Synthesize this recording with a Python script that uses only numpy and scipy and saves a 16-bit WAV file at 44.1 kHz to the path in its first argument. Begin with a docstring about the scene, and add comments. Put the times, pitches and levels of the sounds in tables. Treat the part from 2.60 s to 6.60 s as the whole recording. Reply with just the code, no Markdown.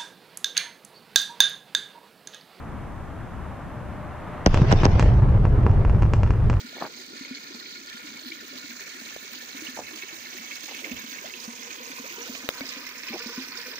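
"""Open country under a rocket climbing high; a stereo recorder stands far off in light wind.
Wind buffets over a distant rush and a faint far-off tone until the sonic boom arrives: three whip-like
bangs, each a pressure front swept from treble to bass, set in sprays of noise hiss with low thuds.
The exhaust rumbles on as shaped noise, surging and patchy, while its shock fronts crack one by one,
each with a weaker echo and a grainy return from the ground."""
import sys
import numpy as np
from scipy import signal
from scipy.fft import rfft, irfft
from scipy.io import wavfile
from scipy.ndimage import uniform_filter1d

SR = 44100
rng = np.random.default_rng(int(sys.argv[2]) if len(sys.argv) > 2 else 0)


def dump(signal):
    """Clip the signal to [-1, 1] and save it as 16-bit WAV at the path in sys.argv[1]."""
    limited = np.clip(np.atleast_2d(signal).T, -1, 1)
    pcm = np.round(limited * 32767).astype(np.int16)
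    wavfile.write(sys.argv[1], SR, pcm)


N = 176400  # 4 s

# Every colour is a relative spectrum. Pans and treble pans are left over right, in dB.
# Light wind at the microphone, colour: pitch_hz, level_db (per Hz)
WIND_COLOUR = [(12, -19.5), (20, -1), (32, -10), (49, -6), (69, -0.5), (167, -6.5), (192, -8), (350, -16),
               (460, -44.5), (770, -120)]
WIND_DB, WIND_PAN_DB, WIND_GUST_DB = -36, 3, 0.8
WIND_LIKENESS = 0.78  # correlation of left and right

# Distant rush, level: time_s, level_db
RUSH_LEVEL = [(0, -42.5), (1.2, -41.5), (1.8, -38.5), (2.3, -49.5), (3, -47.5), (4, -41.5)]
# Distant rush, colour: pitch_hz, level_db (per Hz)
RUSH_COLOUR = [(150, -36), (260, -16), (400, -7.5), (520, -7), (700, -6), (1150, -8), (1800, -15.5),
               (2600, -25), (3600, -32), (5000, -44.5), (8000, -56.5)]
# Distant rush, likeness of left and right: pitch_hz, correlation
RUSH_LIKENESS = [(300, 0.55), (1200, 0.85), (2600, 0.93), (6000, 0.16)]
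RUSH_DRIFT_DB = 0.31

# Far-off tone, level: time_s, level_db
HUM_LEVEL = [(1.0, -63), (1.15, -49.5), (1.85, -50), (2.5, -61.5)]
HUM_HZ, HUM_WAVER_HZ, HUM_WAVER_DB = 603.6, 1.2, 2

# Bangs of the boom: start_s, level_db (relative), treble_db (tilt)
BANGS = [(1.8614, -0.5, -2), (2.1247, -3.5, -7), (2.253, -2, -5)]
# Bang, colour: pitch_hz, level_db
BANG_COLOUR = [(20, -16), (45, 5.5), (100, 3.5), (190, 2.5), (320, 0.5), (500, -3.5), (1000, -8),
               (2000, -19), (4000, -24.5), (5700, -14.5), (7200, -27.5), (8600, -48), (13000, -49)]
# The recorder's two ports hear the sweep out of step: pitch_hz, left_lead_radians
PORT_PHASE = [(250, 0), (700, 0.4), (1250, 3.5), (2500, 4.5), (4000, 9), (5500, 8.5), (7000, 5)]
BANG_DB, BANG_TREBLE_PAN_DB = 32.5, -3.5
BANG_ECHO_S, BANG_ECHO_DB, BANG_ECHO_TREBLE_DB = 0.0101, -6.5, -11  # near reflection
SWEEP_S, SWEEP_POWER = 0.002108, 0.588  # delay at 1 kHz; it grows with the period to this power

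# Sprays of hiss round the bangs: crest_s, level_db, half_length_s (to 1/e), pan_db
SPRAYS = [(1.864, -15.5, 0.0032, 5), (2.121, -20.5, .013, -3), (2.251, -22, 0.0091, 6.5)]
# Spray, colour: pitch_hz, level_db (per Hz)
SPRAY_COLOUR = [(200, 6), (1000, 8.5), (2500, 0.5), (4200, -7), (6000, -15.5), (8000, -21.5),
                (10000, -35.5), (13000, -47)]
HISS_LIKENESS = 0.15  # correlation of left and right, in sprays and exhaust hiss

# Exhaust, deep rumble surging: time_s, level_db
RUMBLE_LEVEL = [(1.87, -20), (1.93, -22), (2.0, -17), (2.06, -19), (2.15, -15), (2.19, -24), (2.23, -15.5),
                (2.33, -16.5), (2.42, -13.5), (2.88, -16), (2.93, -14.5), (2.97, -17), (3.19, -15),
                (3.23, -20), (3.27, -15.5), (3.47, -15.5), (3.5, -20), (3.53, -16.5), (3.72, -17),
                (3.77, -21), (3.88, -15), (4, -22)]
# Exhaust, roar: time_s, level_db
ROAR_LEVEL = [(1.87, -54), (1.95, -25.5), (2.06, -27.5), (2.42, -26.5), (2.72, -29), (2.98, -28.5),
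              (3.2, -31), (3.35, -33), (4, -38.5)]
# Exhaust, hiss round the bangs and after: time_s, level_db
HISS_LEVEL = [(1.865, -38), (1.89, -44), (1.92, -37), (1.98, -34.5), (2.06, -41.5), (2.1, -35.5),
              (2.15, -42), (2.22, -30.5), (2.275, -46), (2.32, -38), (2.42, -38.5), (2.52, -48),
              (2.75, -59.5), (4, -54)]
# Rumble, colour: pitch_hz, level_db (per Hz)
RUMBLE_COLOUR = [(10, -15.5), (22, -3), (45, -1), (70, 0), (105, 1), (128, -3), (150, -12), (190, -14),
                 (240, -29.5), (400, -25.5), (1000, -93)]
# Roar, colour: pitch_hz, level_db (per Hz)
ROAR_COLOUR = [(100, 4.5), (250, 0.5), (380, 0), (550, -2.5), (750, -4), (1400, -15.5), (2600, -28),
               (4400, -41), (6000, -53), (9000, -76)]
# Hiss, colour: pitch_hz, level_db (per Hz)
HISS_COLOUR = [(400, 5.5), (1000, 7.5), (2600, 3.5), (4400, -4), (5700, -3.5), (6600, -12.5), (7600, -22.5),
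               (9500, -54.5), (13000, -50)]
# Rumble and roar, likeness of left and right: pitch_hz, correlation
EXHAUST_LIKENESS = [(130, .965), (380, 0.92), (650, 0.57), (1200, .25), (2500, 0.55)]
ONSET_S = 0.011  # the exhaust fades in over this time
RUMBLE_EVEN_S = 0.086  # the rumble's own strength is evened out over this time
ROAR_FLUTTER_DB, HISS_FLUTTER_DB, HISS_GRIT_DB = 2, 2, 1.5
# Patches of the spectrum that swell and fade: depths, width, length
ROAR_PATCH_DB, HISS_PATCH_DB, PATCH_WIDTH_HZ, PATCH_S = 3.5, 6.5, 260, 0.06

# Dull thuds of the boom: start_s, peak_level_db, pitch_hz
THUDS = [(1.886, -12, 23.3), (1.998, -15.5, 113), (2.016, -6, 151), (2.095, -11, 119), (2.159, -14.5, 30.6)]
THUD_CYCLES = 0.56  # cycles up to the crest of a thud's envelope

# Shock cracks of the exhaust: start_s, level_db (relative), treble_db (tilt), echo_db (below its crack)
CRACKS = [(1.9441, -2.5, -1.5, -4), (2.0186, -6, -14, -18), (2.1170, -10, 2, -20),
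          (2.2341, -0.5, -11, -1.5), (2.396, -1.5, 0.5, -4), (2.4615, -15.5, -7, -1),
          (2.6217, -11, -25.5, -13), (2.853, -3.5, -17, -22), (3.0653, 0, -21, -12),
          (3.1140, -17.5, -9, -12), (3.25, -4, -19, -14), (3.2969, -9, -12.5, -12),
          (3.348, -12.5, -21, -16), (3.4231, -9.5, -7, -4.5), (3.4320, -8, -12.5, -6),
          (3.5361, -4, -3.5, -15.5), (3.6333, -6.5, -7.5, -9), (3.6753, -15, -12, -14),
          (3.7065, -6.5, -10, -10.5), (3.8996, -5, -5, -8.5), (3.9389, -15, -5, -4)]
# Crack, colour: pitch_hz, level_db
CRACK_COLOUR = [(20, 1.5), (100, 7.5), (300, 0), (700, -2.5), (1500, -8.5), (2500, -11), (3800, -27),
                (5800, -21.5), (7800, -27), (9500, -52.5), (13000, -65)]
CRACK_DB = 21
ECHO_S, ECHO_TREBLE_DB = 0.0304, -5.5
# Faint fronts among the cracks, level relative to them
CRACKLE_PER_S, CRACKLE_DB, CRACKLE_SPREAD_DB, CRACKLE_TREBLE_DB = 71, -26, 6.5, -17.5
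# Grainy return of each front, colour: pitch_hz, level_db
SCATTER_COLOUR = [(200, -2.5), (1500, -12.5), (3500, 13.5), (7000, 13)]
SCATTER_DB, SCATTER_S, SCATTER_GRAIN_DB = -20.5, 0.018, 9  # level before colour, crest time, grain spread
CRACK_SIDE_DB, CRACK_SIDE_S = -15, 0.00082  # stereo burst at each front: level, decay time
FRONT_GRAIN_DB, FRONT_GRAIN_S = -3.5, 0.0055  # ragged tail of each front: level, decay time

# Recorder's own hiss, colour: pitch_hz, level_db (per Hz)
SELF_NOISE_COLOUR = [(1000, -6.5), (6000, 3.5), (13000, -1)]
SELF_NOISE_DB, TOP_HZ = -63, 13300

LEFT_RIGHT = np.array([[1], [-1]])


def undb(db):
    """Decibels to gain."""
    return 10 ** (np.asarray(db) / 20)


def curve(rows):
    """A table's second column joined by straight lines in time."""
    rows = np.array(rows)
    return np.interp(np.arange(N) / SR, rows[:, 0], rows[:, 1])


def bins(size):
    """Frequencies of a spectrum, kept above zero."""
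    return np.maximum(np.arange(size // 2 + 1) * SR / size, 1)


def along(points, hz):
    """Points joined on a log-frequency axis."""
    points = np.array(points)
    return np.interp(np.log(hz), np.log(points[:, 0]), points[:, 1])


def walk(rate_hz):
    """Random motion with a spread of 1, its spectrum falling away smoothly around the rate."""
    slow = irfft(rfft(rng.standard_normal(N)) * np.exp(-(bins(N) / rate_hz) ** 2), N)
    return slow / slow.std()


def noise(colour, likeness):
    """Stereo noise of rms 1 with a given colour and left-right correlation."""
    likeness = np.clip(likeness, -1, 1)
    mid, side = rfft(rng.standard_normal((2, N))) * undb(along(colour, bins(N)))
    spectra = mid * np.sqrt(1 + likeness) + LEFT_RIGHT * side * np.sqrt(1 - likeness)
    out = irfft(spectra, N)
    return out / out.std()


def front(colour, treble_db, size=4096):
    """Spectrum of a causal pressure jump; the air has taken more or less of its treble."""
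    hz = bins(size)
    tilt = along([(1200, 0.13), (5500, 0.93), (10000, 1.8)], hz)
    cepstrum = irfft(np.log(undb(along(colour, hz) + treble_db * tilt)))
    # Folding the cepstrum gives minimum phase: nothing sounds ahead of the front
    cepstrum[1:size // 2] *= 2
    cepstrum[size // 2 + 1:] = 0
    return -np.exp(rfft(cepstrum))


def add(out, at_s, sound):
    """Mixes a sound in at a time."""
    i = int(np.clip(round(at_s * SR), 0, N))
    out[..., i:i + sound.shape[-1]] += sound[..., :N - i]


def wind():
    """Light wind at the microphone: low noise, alike in both channels, that gusts a little."""
    level_db = WIND_DB + WIND_GUST_DB * walk(6.6) + LEFT_RIGHT * WIND_PAN_DB / 2
    return noise(WIND_COLOUR, WIND_LIKENESS) * undb(level_db)


def distant_rush():
    """Distant rush: noise that swells towards the boom, sinks after it and comes up again."""
    rush = noise(RUSH_COLOUR, along(RUSH_LIKENESS, bins(N)))
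    return rush * undb(curve(RUSH_LEVEL) + RUSH_DRIFT_DB * walk(1.7))


def hum():
    """A faint far-off tone, a sine wavering in pitch and level, up before the boom covers it."""
    hz = HUM_HZ + HUM_WAVER_HZ * walk(2)
    tone = np.sqrt(2) * np.sin(2 * np.pi * np.cumsum(hz) / SR)
    return undb(curve(HUM_LEVEL) + HUM_WAVER_DB * walk(9.2)) * tone


def bangs(size=4096):
    """Each bang arrives treble first and falls to the bass in a few ms; a near reflection follows."""
    out, hz = np.zeros((2, N)), bins(size)
    delay_s = SWEEP_S * (1000 / np.maximum(hz, 60)) ** SWEEP_POWER
    # Delay summed over frequency is the phase of the sweep
    sweep_phase = 2 * np.pi * np.cumsum(delay_s) * SR / size
    falling = np.exp(1j * (LEFT_RIGHT / 2 * along(PORT_PHASE, hz) - sweep_phase))
    arrivals = [(0, 0, 0), (BANG_ECHO_S, BANG_ECHO_DB, BANG_ECHO_TREBLE_DB)]  # direct, reflected
    for start_s, level_db, treble_db in BANGS:
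        for late_s, gain_db, dull_db in arrivals:
            ports = np.array([front(BANG_COLOUR, treble_db + dull_db + side * BANG_TREBLE_PAN_DB)
                              for side in (0.5, -0.5)])
            add(out, start_s + late_s, undb(BANG_DB + level_db + gain_db) * irfft(ports * falling))
    return out


def sprays():
    """Short swells of bright noise hiss in which the bangs sit."""
    t = np.arange(N) / SR
    swell = np.zeros((2, N))
    for crest_s, level_db, half_length_s, pan_db in SPRAYS:
        bell = np.exp(-((t - crest_s) / half_length_s) ** 2)
        swell += undb(level_db + LEFT_RIGHT / 2 * pan_db) * bell
    return noise(SPRAY_COLOUR, HISS_LIKENESS) * swell


def patchy(sound, depth_db, size=1024):
    """Patches of the noise's spectrum swell and fade at random."""
    spectra = signal.stft(sound, nperseg=size)[2]
    field = rng.standard_normal(spectra.shape[1:])
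    spans = [PATCH_WIDTH_HZ * size / SR, PATCH_S * 2 * SR / size]  # bins, frames
    for axis, span in enumerate(spans):
        field = uniform_filter1d(field, max(1, round(span)), axis=axis)
    gain = undb(depth_db * np.tanh(field / field.std()))
    gain = gain / np.sqrt(np.mean(gain ** 2))
    return signal.istft(spectra * gain, nperseg=size)[1][:, :N]


def exhaust():
    """Surging rumble, patchy roar and gritty hiss, all noise arriving behind the first bang."""
    likeness = along(EXHAUST_LIKENESS, bins(N))
    deep = noise(RUMBLE_COLOUR, likeness)
    strength = np.sqrt(uniform_filter1d(np.mean(deep ** 2, axis=0), int(RUMBLE_EVEN_S * SR)))
    rumble = deep / strength * undb(curve(RUMBLE_LEVEL))

    roar = patchy(noise(ROAR_COLOUR, likeness), ROAR_PATCH_DB)
    roar = roar * undb(curve(ROAR_LEVEL) + ROAR_FLUTTER_DB * walk(54))

    hiss = patchy(noise(HISS_COLOUR, HISS_LIKENESS), HISS_PATCH_DB)
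    hiss_db = curve(HISS_LEVEL) + HISS_FLUTTER_DB * walk(53) + HISS_GRIT_DB * walk(500)
    hiss = hiss * undb(hiss_db)

    onset = np.clip((np.arange(N) / SR - BANGS[0][0]) / ONSET_S, 0, 1)
    return (rumble + roar + hiss) * onset


def thuds():
    """Low pressure swings of the boom that die within a few cycles."""
    out, t = np.zeros(N), np.arange(SR // 2) / SR
    for start_s, peak_db, pitch_hz in THUDS:
        age = t * pitch_hz / THUD_CYCLES
        envelope = age * np.exp(1 - age)
        add(out, start_s, undb(peak_db) * envelope * np.sin(2 * np.pi * pitch_hz * t))
    return out


def ground_return(size=4096):
    """What follows each front: a grainy return from the ground, a stereo burst and a ragged tail."""
    t = np.arange(size) / SR
    grains = rng.standard_normal((2, size)) * undb(SCATTER_GRAIN_DB * rng.standard_normal(size))
    far = grains * t * np.exp(-t / SCATTER_S)
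    far_gain = undb(SCATTER_DB + along(SCATTER_COLOUR, bins(size)))
    far = irfft(rfft(far / np.linalg.norm(far[0])) * far_gain)
    near = rng.standard_normal((2, size)) * np.exp(-t / CRACK_SIDE_S)
    near = undb(CRACK_SIDE_DB) * near / np.linalg.norm(near[0])
    ragged = rng.standard_normal(size) * np.exp(-t / FRONT_GRAIN_S)
    ragged = undb(FRONT_GRAIN_DB) * ragged / np.linalg.norm(ragged)
    return far + near + ragged


def cracks():
    """Single shock fronts, each with a duller echo and a ground return, among many faint ones."""
    out = np.zeros(N)
    for start_s, level_db, treble_db, echo_db in CRACKS:
        crack = irfft(front(CRACK_COLOUR, treble_db))
        echo = irfft(front(CRACK_COLOUR, treble_db + ECHO_TREBLE_DB))
        add(out, start_s, undb(level_db) * crack)
        add(out, start_s + ECHO_S, undb(level_db + echo_db) * echo)
    faint = irfft(front(CRACK_COLOUR, CRACKLE_TREBLE_DB))
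    # Random gaps, counted from the first bang
    times = BANGS[0][0] + np.cumsum(rng.exponential(size=200)) / CRACKLE_PER_S
    for start_s, strength in zip(times, rng.standard_normal(size=200)):
        add(out, start_s, undb(CRACKLE_DB + CRACKLE_SPREAD_DB * min(strength, 1)) * faint)
    returned = signal.fftconvolve(out[None], ground_return(), axes=1)[:, :N]
    return undb(CRACK_DB) * (out + returned)


def scene():
    """Everything heard under the open sky."""
    before = wind() + distant_rush() + hum()
    boom = bangs() + sprays() + thuds()
    return before + boom + exhaust() + cracks()


def record(dry):
    """The recorder adds its own faint hiss, clips at full scale and cuts the top."""
    wet = np.clip(dry + undb(SELF_NOISE_DB) * noise(SELF_NOISE_COLOUR, 0), -1, 1)
    return signal.sosfilt(signal.ellip(8, 0.2, 70, TOP_HZ, fs=SR, output="sos"), wet)


dry = scene()
out = record(dry)
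dump(out)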